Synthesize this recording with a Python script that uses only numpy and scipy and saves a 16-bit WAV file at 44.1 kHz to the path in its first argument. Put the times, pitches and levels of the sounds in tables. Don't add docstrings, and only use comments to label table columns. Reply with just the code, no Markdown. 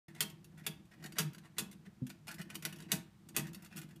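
import sys
import numpy as np
from scipy import signal
from scipy.fft import rfft, irfft
from scipy.io import wavfile
from scipy.ndimage import uniform_filter1d

SR = 44100
rng = np.random.default_rng(int(sys.argv[2]) if len(sys.argv) > 2 else 0)


def transcribe(signal):
    frames = np.atleast_2d(signal).T
    limited = np.clip(frames, -1, 1)
    pcm = np.round(limited * 32767).astype(np.int16)
    wavfile.write(sys.argv[1], SR, pcm)


N = 176400
T = np.arange(N) / SR

# start in seconds, crack in dB, chatter in dB, chatter decay in seconds, shelf on the
# middle and low tones in dB, struck-part ring in Hz, ring in dB, push on the wood in dB.
CLACK_EVENTS = [(0.206, -16, -27.5, 0.0082, -11.5, 3150, 4, -42),
                (0.665, -25, -28.5, 0.0055, -1.5, 3470, 8.5, -43.5),
                (1.1848, -18, -27, 0.015, 2.5, 3300, -7, -39),
                (1.5832, -20.5, -28, .011, -0.5, 3450, 0.5, -42),
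                (2.5537, -37, -34, 0.003, 3, 4440, -1, -55),
                (2.6514, -20.5, -36, 0.0052, 1, 2080, -1, -45.5),
                (2.9180, -12.5, -29, 0.016, -1.5, 2480, -7, -37),
                (3.3645, -16.5, -27.5, .013, -2.5, 2880, -6, -37.5)]
# start in seconds, level in dB, shelf on the middle and low tones in dB.
TICK_EVENTS = [(0.082, -57, -4), (.149, -54, 6), (0.2242, -29.5, -2), (0.2993, -46, -13),
               (0.4437, -49, -10), (.578, -57.5, 0), (.595, -57, -7), (.853, -64.5, -14), (1.0256, -55, 6),
               (1.0397, -42.5, 2), (1.0598, -40, -13), (1.1215, -45.5, 3.5), (1.332, -51, -1),
               (1.3466, -51, 9.5), (1.3817, -54, 11), (1.4536, -67, 9), (1.7131, -47, -12),
               (1.727, -52.5, 7), (2.0669, -44.5, -1), (2.094, -46, -7), (2.1005, -45.5, 9.5),
               (2.27, -50, 11), (2.2798, -40, 6), (2.287, -46.5, 13), (2.3132, -40, -7), (2.3415, -43, -5),
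               (2.392, -50, 0), (2.4141, -42, 5.5), (2.386, -53.5, 5), (2.501, -46.5, 11),
               (2.545, -43.5, -9), (2.6238, -40.5, 0), (2.7257, -45, 6.5), (2.7595, -48.5, -15),
               (2.7858, -50.5, 4), (2.8022, -47, 5), (2.822, -51.5, 9), (3.2875, -45.5, 0.5),
               (3.394, -36.5, 3.5), (3.468, -47, 3), (3.479, -55, 4), (3.489, -57, -4), (3.5318, -46, -10),
               (3.546, -40, -1), (3.6226, -50.5, -8), (3.6465, -47, 0), (3.660, -49.5, 4), (3.761, -44, -6),
               (3.7683, -38, -14), (3.777, -39.5, -1), (3.786, -40, -4), (3.8153, -46, 6),
               (3.831, -54.5, 9), (3.889, -61.5, 6), (3.909, -60.5, 9), (3.9597, -54, -20)]
# start in seconds, length in seconds, level in dB, squeak in Hz.
SCRAPE_EVENTS = [(0.076, 0.044, -61.5, 1800), (0.138, 0.087, -60.5, 1900), (0.514, 0.018, -72.5, 1760),
                 (0.572, 0.045, -62.5, 1800), (0.634, 0.059, -59.5, 2200), (0.909, .045, -63.5, 1780),
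                 (0.955, 0.15, -70.5, 1770), (1.023, 0.055, -55.5, 1790), (1.15, 0.064, -51.5, 1740),
                 (1.429, .05, -62.5, 1120), (1.566, .03, -52.5, 1990), (1.848, 0.026, -67, 1820),
                 (2.273, 0.064, -53.5, 1530), (2.382, 0.035, -52.5, 1820), (2.493, .06, -59, 1550),
                 (2.62, 0.085, -54, 2140), (2.729, 0.14, -64, 2580), (2.883, .06, -54.5, 2040),
                 (3.344, 0.027, -53.5, 2700), (3.434, 0.057, -60, 1790), (3.56, 0.11, -68, 1480),
                 (3.702, 0.13, -60.5, 2530), (3.876, 0.069, -71.5, 1760)]
# start in seconds, length in seconds, level in dB, pitch in Hz.
BOOM_EVENTS = [(1.195, 0.052, -38, 161.2), (1.232, .075, -35, 151.3), (1.865, 0.033, -43, 190),
               (2.39, 0.033, -37, 171), (2.975, 0.048, -42, 154), (3.41, 0.065, -42, 152.7)]
# frequency in Hz, level in dB, T60 in seconds.
THUMP_PARTIALS = [(132, -32, 0.14), (205.4, -40.5, 0.15), (251.7, -35.5, 0.22), (385, -59, 0.12),
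                  (518, -58, 0.093)]
# time in seconds, level in dB.
RUMBLE_LEVEL = [(.08, -54.5), (.33, -54), (.45, -59), (.6, -53), (.8, -55.5), (.92, -66.5), (1.04, -47.5),
                (1.15, -54), (1.38, -53.5), (1.52, -61), (1.66, -51), (1.95, -62.5), (2.1, -53),
                (2.19, -62.5), (2.32, -53.5), (2.8, -51), (3.02, -51.5), (3.12, -65), (3.3, -56.5),
                (3.48, -46.5), (3.7, -59), (3.79, -45), (3.88, -53.5), (4, -55.5)]
# frequency in Hz, level in dB, T60 in seconds.
HOLLOW_MODES = [(333, -9, .3), (430, -2.5, 0.17), (496, -15.5, 0.21), (647, -11, 0.28), (794, -12, 0.32),
                (933, -12, 0.34), (1086, -11, 0.17)]
# frequency in Hz, gain in dB.
TIN_COLOUR = [(100, -42), (350, -7.5), (550, -5.5), (900, -1.5), (1500, 3), (2800, 3), (4500, 2), (7000, 2),
              (10000, 0), (12500, 2), (15000, -3)]
RUB_COLOUR = [(200, -23), (700, 2.5), (1300, -3.5), (1850, 5.5), (2600, -5), (4000, -8), (8000, -13.5),
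              (15000, -19.5)]
WOOD_COLOUR = [(25, -35), (55, -11.5), (100, -28), (150, -4), (200, -2), (270, -14), (340, -10.5),
               (420, -28), (600, -30.5), (1000, -31.5), (3000, -52), (12000, -74.5)]
AIR_COLOUR = [(25, -18.5), (55, 2), (78, 5.5), (110, 9.5), (400, -11.5), (1000, -12.5), (3000, -19),
              (8000, -25), (15000, -30.5)]
# frequency in Hz, width in Hz, lift in dB.
TIN_RESONANCES = [(428, 21.4, 12), (642, 27, 7), (1092, 31, 7), (1470, 23, 4.8), (1759, 25, 8.8),
                  (2593, 63, 7.4), (2870, 30, 3), (3380, 26, 4), (4580, 180, 3.2), (5750, 22, 2.7),
                  (6940, 140, 3.9), (8300, 280, 4.2), (9680, 89, 8), (11170, 145, 6.4)]
WOOD_RESONANCES = [(79, 6.6, 12), (151.6, 12.7, 9.6), (205, 15, 4.3), (329.3, 16.2, 7.1), (457, 29, 7)]
# frequency in Hz, T60 in seconds.
ROOM_T60 = [(150, .5), (800, .38), (2500, 0.34), (6000, 0.24), (14000, 0.2)]

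CONTACTS_PER_S, GRAIN_SHARE = 2500, 0.52
CRACK_DECAY_S, CRACK_LOW_HZ, RING_WIDTH_HZ = 0.0011, 1500, 380
TICK_DECAY_S, MIDDLE_HZ = 0.0041, 2910
PART_LOW_HZ, PART_HIGH_HZ, PART_WIDTH_HZ, PART_DB = 1134, 5970, 107, 1.5
SQUEAK_WIDTH_HZ, SQUEAK_DB = 170, -4.5
PUSH_RISE_S, PUSH_DECAY_S, PUSH_GAIN = 0.008, 0.034, 2
KNOCKS_PER_S, KNOCK_SHARE = 49, 0.54
WOOD_LOW_HZ, WOOD_HIGH_HZ = 92, 1200
BOOM_EDGE_S, BOOM_OVERTONE_RATIO, BOOM_OVERTONE_DB = 0.03, 2.17, -16.5
THUMP_S, THUMP_RISE_S, THUMP_HOLD_S = 2.014, 0.0096, 0.011
ROOM_DB, EARLY_DB, EARLY_DECAY_S, TURN_S = -10.5, -1, 0.0084, 1.58
AIR_DB = -67
START_S, OPENING_S, EDGE_HZ = 0.081, 0.004, 15330


def amp(db):
    return 10 ** (np.asarray(db) / 20)


def unit(x):
    return x / np.sqrt(np.mean(x ** 2) + 1e-20)


def read(points, hz):
    f, value = np.transpose(points)
    return np.interp(np.log(hz + 1), np.log(f), value)


def add(mix, start_s, sound):
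    part = mix[max(round(start_s * SR), 0):][:len(sound)]
    part += sound[:len(part)]


def body(x, colour, modes=(), size=16384):
    hz = np.fft.rfftfreq(size, 1 / SR)
    power = np.ones(len(hz))
    for mode_hz, width_hz, lift_db in modes:
        power += (amp(lift_db) ** 2 - 1) / (1 + (2 * (hz - mode_hz) / width_hz) ** 2)
    gain = amp(read(colour, hz)) * np.sqrt(power)
    cepstrum = irfft(np.log(gain + 1e-5))
    cepstrum[1:size // 2] *= 2
    cepstrum[size // 2 + 1:] = 0
    response = irfft(np.exp(rfft(cepstrum)))[:size // 2]
    return signal.oaconvolve(x, response / np.linalg.norm(response))[:N]


def lows(x, hz):
    return signal.lfilter(*signal.butter(1, hz, fs=SR), x)


def shelve_middle(x, db):
    return x + (amp(db) - 1) * lows(x, MIDDLE_HZ)


def ring(x, hz, width_hz):
    return signal.lfilter(*signal.iirpeak(hz, hz / width_hz, SR), x)


def contacts(count):
    fizz = rng.standard_normal(count)
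    hits = rng.choice([-1., 1.], count) * (rng.random(count) < CONTACTS_PER_S / SR)
    x = GRAIN_SHARE * unit(hits) + (1 - GRAIN_SHARE) * fizz
    return x / np.sqrt(uniform_filter1d(x ** 2, size=90) + 1e-9)


def clacks(rise_s=0.00021, uneven_db=3):
    out, t = np.zeros(N), T[:SR // 6]
    for start_s, crack_db, chatter_db, decay_s, middle_db, ring_hz, ring_db, _ in CLACK_EVENTS:
        crack = contacts(len(t)) * amp(crack_db) * np.exp(-t / CRACK_DECAY_S)
        bright_crack = crack - lows(crack, CRACK_LOW_HZ)
        wander = unit(uniform_filter1d(rng.standard_normal(len(t)), size=70))
        bounces = unit(amp(uneven_db * wander))
        chatter = bounces * contacts(len(t)) * amp(chatter_db) * np.exp(-t / decay_s)
        hit = (bright_crack + chatter) * (1 - np.exp(-t / rise_s))
        part_ring = amp(ring_db) * ring(hit, ring_hz, RING_WIDTH_HZ)
        add(out, start_s, shelve_middle(hit, middle_db) + part_ring)
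    return out


def ticks(rise_s=0.00068, ring_count=3):
    out, t = np.zeros(N), T[:SR // 20]
    for start_s, db, middle_db in TICK_EVENTS:
        tap = contacts(len(t)) * amp(db) * np.exp(-t / TICK_DECAY_S) * (1 - np.exp(-t / rise_s))
        rings_hz = PART_LOW_HZ * (PART_HIGH_HZ / PART_LOW_HZ) ** rng.random(ring_count)
        rings = sum(ring(tap, hz, PART_WIDTH_HZ) for hz in rings_hz)
        add(out, start_s, shelve_middle(tap, middle_db) + amp(PART_DB) * rings)
    return out


def scrapes(rough_db=4):
    out, t = np.zeros(N), T[:SR // 6]
    for start_s, length_s, db, squeak_hz in SCRAPE_EVENTS:
        stroke = np.sqrt(abs(np.sin(np.pi * np.clip(t / length_s, 0, 1))))
        grip = unit(uniform_filter1d(rng.standard_normal(len(t)), size=300))
        slips = unit(amp(rough_db * grip) * contacts(len(t)))
        squeak = amp(SQUEAK_DB) * unit(ring(slips, squeak_hz, SQUEAK_WIDTH_HZ))
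        rub = unit(body(slips, RUB_COLOUR, TIN_RESONANCES)[:len(t)])
        add(out, start_s, amp(db) * stroke * (rub + squeak))
    return out


def hollow_body(rise_s=0.0044, spread_db=2):
    out, t = np.zeros(N), T[:SR // 3]
    for start_s, *_, push_db in CLACK_EVENTS:
        for hz, db, t60_s in HOLLOW_MODES:
            level = amp(push_db + db + spread_db * rng.standard_normal() - 60 * t / t60_s)
            tone = np.sin(2 * np.pi * (hz * t + rng.random()))
            add(out, start_s, level * (1 - np.exp(-t / rise_s)) * tone)
    return out


def wooden_top():
    level = amp(np.interp(T, *np.transpose(RUMBLE_LEVEL)))
    for start_s, *_, push_db in CLACK_EVENTS:
        t = np.maximum(T - start_s, 0)
        swell = (1 - np.exp(-t / PUSH_RISE_S)) ** 2 * np.exp(-t / PUSH_DECAY_S)
        level = np.hypot(level, PUSH_GAIN * amp(push_db) * swell)
    knocks = unit(rng.choice([-1., 1.], N) * (rng.random(N) < KNOCKS_PER_S / SR))
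    drive = KNOCK_SHARE * knocks + (1 - KNOCK_SHARE) * rng.standard_normal(N)
    shake = body(drive, WOOD_COLOUR, WOOD_RESONANCES)
    shake = level * shake / np.sqrt(uniform_filter1d(shake ** 2, size=3000) + 1e-9)
    band = signal.butter(2, [WOOD_LOW_HZ, WOOD_HIGH_HZ], "band", fs=SR, output="sos")
    return signal.sosfilt(band, shake)


def booms():
    out = np.zeros(N)
    for start_s, length_s, db, hz in BOOM_EVENTS:
        t = np.arange(0, length_s, 1 / SR)
        to_edge_s = np.minimum(t, length_s - t)
        swell = np.sin(np.pi / 2 * np.clip(to_edge_s / BOOM_EDGE_S, 0, 1))
        phase = 2 * np.pi * hz * t
        note = np.sin(phase) + amp(BOOM_OVERTONE_DB) * np.sin(BOOM_OVERTONE_RATIO * phase)
        add(out, start_s, amp(db) * swell * note)
    return out


def thump():
    t = np.maximum(T - THUMP_S, 0)
    swell = np.sin(np.pi / 2 * np.minimum(t / THUMP_RISE_S, 1)) ** 2
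    late_s = np.maximum(t - THUMP_HOLD_S, 0)
    tones = sum(amp(db - 60 * late_s / t60_s) * np.sin(2 * np.pi * hz * t)
                for hz, db, t60_s in THUMP_PARTIALS)
    return signal.lfilter(*signal.butter(2, WOOD_LOW_HZ, "high", fs=SR), swell * tones)


def room(x, facings=4):
    t, out = T[:SR // 2], x
    for k in range(facings):
        hz, when_s, z = signal.stft(rng.standard_normal(len(t)), SR, nperseg=256)
        decay = amp(-60 * when_s / read(ROOM_T60, hz)[:, None])
        tail = signal.istft(z * decay, SR, nperseg=256)[1][:len(t)]
        tail = tail * np.minimum(t / 0.011, 1)
        early = contacts(len(t)) * np.exp(-t / EARLY_DECAY_S) * (t > 0.001)
        response = amp(ROOM_DB) * tail / np.linalg.norm(tail)
        response = response + amp(EARLY_DB) * early / np.linalg.norm(early)
        facing = np.maximum(np.cos(2 * np.pi * (T / TURN_S - k / facings)), 0)
        out = out + signal.oaconvolve(x * facing, response)[:N]
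    return out


def still_air():
    return amp(AIR_DB) * body(rng.standard_normal(N), AIR_COLOUR)


def scene(tin_db=-3, scrape_db=-4, wood_db=-2, hollow_db=-4):
    struck_tin = body(clacks() + ticks(), TIN_COLOUR, TIN_RESONANCES)
    tin = amp(tin_db) * struck_tin + amp(scrape_db) * scrapes()
    toy = room(tin) + amp(hollow_db) * hollow_body()
    wood = amp(wood_db) * wooden_top() + booms()
    return (toy + wood + thump() + still_air())[None]


def record(dry):
    opened = dry * np.clip((T - START_S) / OPENING_S, 0.003, 1)
    low_pass = signal.firwin(255, EDGE_HZ, window=("kaiser", 8), fs=SR)
    return signal.oaconvolve(opened, low_pass[None], "same")


dry = scene()
out = record(dry)
transcribe(out)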